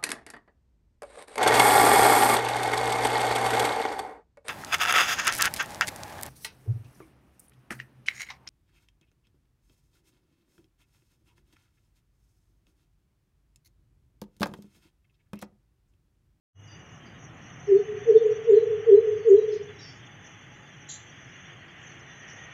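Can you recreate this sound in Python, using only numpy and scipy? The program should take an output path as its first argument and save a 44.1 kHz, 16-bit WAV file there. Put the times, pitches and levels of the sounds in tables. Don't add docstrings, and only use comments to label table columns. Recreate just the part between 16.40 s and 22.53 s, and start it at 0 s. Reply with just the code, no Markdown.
import sys
import numpy as np
from scipy import signal
from scipy.fft import rfft, irfft
from scipy.io import wavfile
from scipy.ndimage import uniform_filter1d

SR = 44100
rng = np.random.default_rng(int(sys.argv[2]) if len(sys.argv) > 2 else 0)


def transcribe(signal):
    frames = np.atleast_2d(signal).T
    limited = np.clip(frames, -1, 1)
    pcm = np.round(limited * 32767).astype(np.int16)
    wavfile.write(sys.argv[1], SR, pcm)


N = 270333
T = np.arange(N) / SR


def undb(db):
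    return 10 ** (np.asarray(db) / 20)


def unit(x):
    return x / np.sqrt(np.mean(x ** 2) + 1e-20)


def curves(rows):
    times, *columns = np.transpose(rows)
    return [np.interp(T, times, column) for column in columns]


def wander(rate_hz):
    hz = np.arange(N // 2 + 1) * SR / N
    return unit(irfft(rfft(rng.standard_normal(N)) * np.exp(-.5 * (hz / rate_hz) ** 2), N))


def noise(colour):
    points, db = np.transpose(colour)
    hz = np.arange(N // 2 + 1) * SR / N + 1
    gain = undb(np.interp(np.log(hz), np.log(points), db, left=-np.inf, right=-np.inf))
    return unit(irfft(rfft(rng.standard_normal(N)) * gain, N))


def sine(hz):
    return np.sin(2 * np.pi * np.cumsum(hz) / SR)


def swell(start, length, edge):
    progress = (T - start) / length
    ramp = np.clip(np.minimum(progress, 1 - progress) / edge, 0, 1)
    return np.sin(np.pi / 2 * ramp) ** 2


def reverb(x, t60, build_s):
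    t = T[:SR * 2]
    build = 1 - np.exp(-(t / build_s) ** 2)
    tail = rng.standard_normal(len(t)) * np.exp(-np.log(1000) * t / t60) * build
    return signal.fftconvolve(x, tail / np.sqrt(np.sum(tail ** 2)))[:N]


def flock(centre_hz, spread_hz, per_second, db, note_s=.022, glide=.052, spread_db=3):
    notes = np.zeros(N + SR)
    starts = rng.integers(0, N, size=1000)[:int(per_second * N / SR)]
    chance = rng.standard_normal(size=(1000, 4))
    for start, (pitch, slope, length, strength) in zip(starts, chance):
        progress = np.linspace(0, 1, int(SR * note_s * np.exp(.63 * length)))
        hz = (centre_hz + spread_hz * pitch) * (1 + glide * slope * (progress - .5))
        notes[start:start + len(hz)] += undb(spread_db * strength) * np.sin(np.pi * progress) * sine(hz)
    return undb(db) * unit(notes[:N])


def air():
    return undb(-87.5) * noise([(7000, 10.5), (8500, 0), (10000, 5), (12000, 1), (16000, -4)])


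# frequency in Hz, gain in dB.
HISS_EQ = [(4500, -38), (5350, -3.5), (5700, 3.5), (6250, 13), (6600, 6.5), (6900, -28.5), (7400, -34),
           (7900, -47)]
# time in seconds, gain in dB.
HISS_RIDE = [(0.2, -69.5), (0.28, -62.5), (0.76, -69), (0.84, -60), (0.92, -70), (1.08, -59.5),
             (2.68, -66.0), (2.84, -62), (3.8, -68), (3.88, -63.5), (4.04, -65), (5.0, -62.0), (5.32, -72),
             (5.48, -59), (5.64, -63), (5.96, -57.5), (6.08, -62)]


def high_hiss():
    ride_db, = curves(HISS_RIDE)
    notes = flock(centre_hz=6120, spread_hz=270, per_second=110, db=-2.5)
    twitter = reverb(notes, t60=.064, build_s=.003)
    hiss = undb(-5.5 + 1.3 * wander(10)) * noise(HISS_EQ)
    return undb(ride_db) * (hiss + twitter)


def insects():
    tones = sum(wander(18) * sine(np.full(N, hz)) for hz in (3225, 3450))
    return undb(np.interp(T, [1, 1.8], [-78, -65])) * tones


# centre pitch in Hz, pitch spread in Hz, notes a second, relative level in dB.
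FLOCKS = [(3273, 190, 42, -70), (4310, 560, 45, -78.5), (6900, 230, 14, -82.5)]


def far_chorus():
    ride_db = np.interp(T, [.5, 1.4, 6], [-7, 0, 1])
    twitter = sum(flock(*row) for row in FLOCKS)
    return undb(ride_db) * reverb(twitter, t60=.3, build_s=.0018)


# start in seconds, length in seconds, pitch in Hz,
# relative level in dB.
HORNS_AND_BRAKES = [(0.11, 0.46, 2890, -60), (1.14, 0.57, 737, -55.5), (1.635, 0.28, 763, -57.5),
                    (2.102, 0.19, 860, -64), (3.24, 0.89, 823, -63), (4.0, .7, 843, -66),
                    (4.548, 1.14, 350.9, -58.5), (5.598, 0.93, 1883, -51.5)]


def horns_and_brakes():
    flutter = 1 + .012 * wander(25)
    tones = sum(undb(db) * swell(start, length, edge=.13) * sine(hz * flutter)
                for start, length, hz, db in HORNS_AND_BRAKES)
    return undb(-4.5) * tones + undb(-4) * reverb(tones, t60=1.0, build_s=.0089)


# time in seconds, then rumble, roar and tyre gains in dB.
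TRAFFIC_RIDES = [(0.2, -57.5, -66.5, -67), (0.36, -50.5, -58, -57), (1.64, -47.0, -55.5, -50.5),
                 (1.96, -50.5, -54, -51), (3.64, -51.5, -60.5, -54.0), (3.8, -52, -58.5, -53.5),
                 (4.52, -53, -61.5, -53.5), (6.08, -53, -56, -49.5)]
# frequency in Hz, gain in dB.
RUMBLE_EQ = [(20, -31.5), (45, -17), (70, -11), (100, -3.5), (135, 1.5), (170, -3.5), (210, -9.5),
             (330, -11.5), (480, -23.5), (800, -50.5)]
ROAR_EQ = [(200, -19), (400, -2.5), (600, -2.5), (780, -1), (950, -5.5), (1250, -1), (1700, -15.5),
           (2600, -45)]
TYRE_EQ = [(900, -30), (1400, -2.5), (1900, 5), (2200, 0), (2600, -3), (2950, 0.5), (3250, -8),
           (3550, -16.5), (3750, -22.5), (4400, -30), (5200, -33), (7300, -38.5), (8000, -36.5)]


def traffic():
    rumble_db, roar_db, tyre_db = curves(TRAFFIC_RIDES)
    rumble = undb(rumble_db - .8 + .7 * wander(8)) * noise(RUMBLE_EQ)
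    roar = undb(roar_db + .32 + .5 * wander(5)) * noise(ROAR_EQ)
    tyres = undb(tyre_db - .96 + wander(7.3)) * noise(TYRE_EQ)
    return rumble + roar + tyres


# time in seconds, gain in dB.
ENGINE_RIDE = [(.15, -43.5), (.6, -63), (1.9, -65), (2.3, -51), (3.1, -53), (3.7, -57.5), (6.1, -72.5)]


def idling_engine(firing_hz=102.7):
    ride_db, = curves(ENGINE_RIDE)
    level = undb(ride_db + 2.5 * wander(7))
    return level * sine(firing_hz * (1 + .04 * wander(9)))


# start in seconds, length in seconds, opening pitch in Hz,
# rasp width in Hz, relative level in dB.
CHIPS = [(0.271, 0.064, 4890, 50, -60), (0.596, 0.056, 3220, 119, -58), (0.653, 0.031, 4830, 130, -61.5),
         (1.722, 0.068, 4410, 202, -65.5), (1.756, 0.03, 3644, 82, -48.5), (2.092, 0.039, 6980, 280, -58.5),
         (2.123, 0.094, 4160, 170, -61), (2.538, 0.048, 4130, 150, -63), (2.879, 0.033, 6860, 202, -52),
         (2.956, 0.058, 4000, 132, -60.5), (3.107, 0.065, 5290, 170, -58), (3.114, 0.034, 4320, 297, -56),
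         (3.381, 0.032, 3880, 250, -57), (3.381, 0.126, 5580, 190, -51), (3.401, 0.087, 4780, 129, -55),
         (3.835, 0.044, 6110, 245, -55), (5.872, 0.046, 6000, 260, -50.5)]


def chip(start, length, from_hz, rasp_hz, db, fall=.04, edge_s=.014):
    hz = from_hz * np.interp(T, [start, start + length], [1, 1 - fall])
    jitter = unit(uniform_filter1d(rng.standard_normal(N), size=24))
    return undb(db) * swell(start, length, edge=edge_s / length) * sine(hz + rasp_hz * jitter)


def small_birds():
    calls = sum(chip(*row) for row in CHIPS)
    return undb(-1) * calls + reverb(calls, t60=.28, build_s=.006)


# centre in Hz, width in Hz, relative level in dB.
SCOLD_RESONANCES = [(3410, 600, -6.5), (4040, 360, -6.5), (4640, 350, -12.5), (6220, 800, -1),
                    (6700, 380, 2), (7300, 280, 0.5)]


def scold(start=4.481, length=.052):
    throat = sum(undb(db) * wander(width / 2) * sine(np.full(N, hz))
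                 for hz, width, db in SCOLD_RESONANCES)
    note = undb(-40.5) * swell(start, length, edge=.35) * unit(throat)
    return note + reverb(note, t60=.26, build_s=.015)


def house_fronts(voice, count=40, first_s=.1, gap_s=.013, hold_s=.18, t60=.53, low_cut_hz=461.5):
    thinned = signal.sosfilt(signal.butter(6, low_cut_hz, "high", fs=SR, output="sos"), voice)
    delays = first_s + gap_s * (np.arange(count) + rng.uniform(-.5, .5, count))
    gains = undb(-12) * np.exp(-np.log(1000) * np.maximum(delays - hold_s, 0) / t60)
    return sum(gain * np.interp(T - delay, T, thinned, left=0) for delay, gain in zip(delays, gains))


# delay in seconds, gain in dB.
EARLY_REFLECTIONS = [(0.00523, 2.3), (0.01098, -0.6), (0.02057, -5.2), (0.03734, -11.6), (0.05249, -17.3),
                     (0.06128, -15.6), (0.07245, -13.1)]


def ground_and_walls(voice):
    return sum(undb(db) * np.interp(T - delay, T, voice, left=0) for delay, db in EARLY_REFLECTIONS)


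# share of its length, amplitude from 0 to 1, pitch bend in Hz.
AIR_PUSH = [(0.06, 0.0, 47.0), (0.15, 0.16, 34.0), (0.3, 0.85, 28.0), (0.45, 0.58, -39.0),
            (0.6, 0.63, -44.0), (0.75, 1.0, -20.0), (0.9, 0.64, 6.0), (1.0, 0.0, -14.0)]


def hoot(start, length, early_hz, middle_hz, late_hz, db):
    progress = (T - start) / length
    share, strength, bend_hz = np.transpose(AIR_PUSH)
    base_hz = np.interp(progress, [.2, .55, 1], [early_hz, middle_hz, late_hz])
    hz = uniform_filter1d(base_hz + np.interp(progress, share, bend_hz), size=735)
    push = uniform_filter1d(np.interp(progress, share, strength), size=441)
    octave = undb(-50.5) * push ** 2 * sine(2 * hz)
    return undb(db) * (push * sine(hz) + octave)


# start in seconds, length in seconds, then early, middle and late
# pitch in Hz before the bend, dry level in dB.
HOOTS = [(1.261, .137, 375, 428, 426, -16.4), (1.645, .14, 437, 458, 451, -10.1),
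         (2.043, .15, 439, 446, 447, -10.8), (2.438, .157, 435, 436, 439, -10.9),
         (2.823, .17, 433, 428, 431, -12.5)]


def coucal():
    voice = sum(hoot(*row) for row in HOOTS)
    return voice + ground_and_walls(voice) + house_fronts(voice)


def scene(high_cut_hz=7350):
    hiss, top_air = high_hiss(), air()
    wildlife = coucal() + small_birds() + scold() + far_chorus() + insects()
    street = traffic() + idling_engine() + horns_and_brakes()
    high_cut = signal.ellip(8, .2, 40, high_cut_hz, fs=SR, output="sos")
    return (signal.sosfilt(high_cut, hiss + street + wildlife) + top_air)[None]


# time in seconds, gain in dB.
FADE_IN = [(.125, -70), (.158, -11), (.2, 1)]


def record(dry, high_cut_hz=15700):
    fade_db, = curves(FADE_IN)
    high_cut = signal.ellip(8, .2, 60, high_cut_hz, fs=SR, output="sos")
    return signal.sosfilt(high_cut, dry * undb(fade_db))


dry = scene()
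out = record(dry)
transcribe(out)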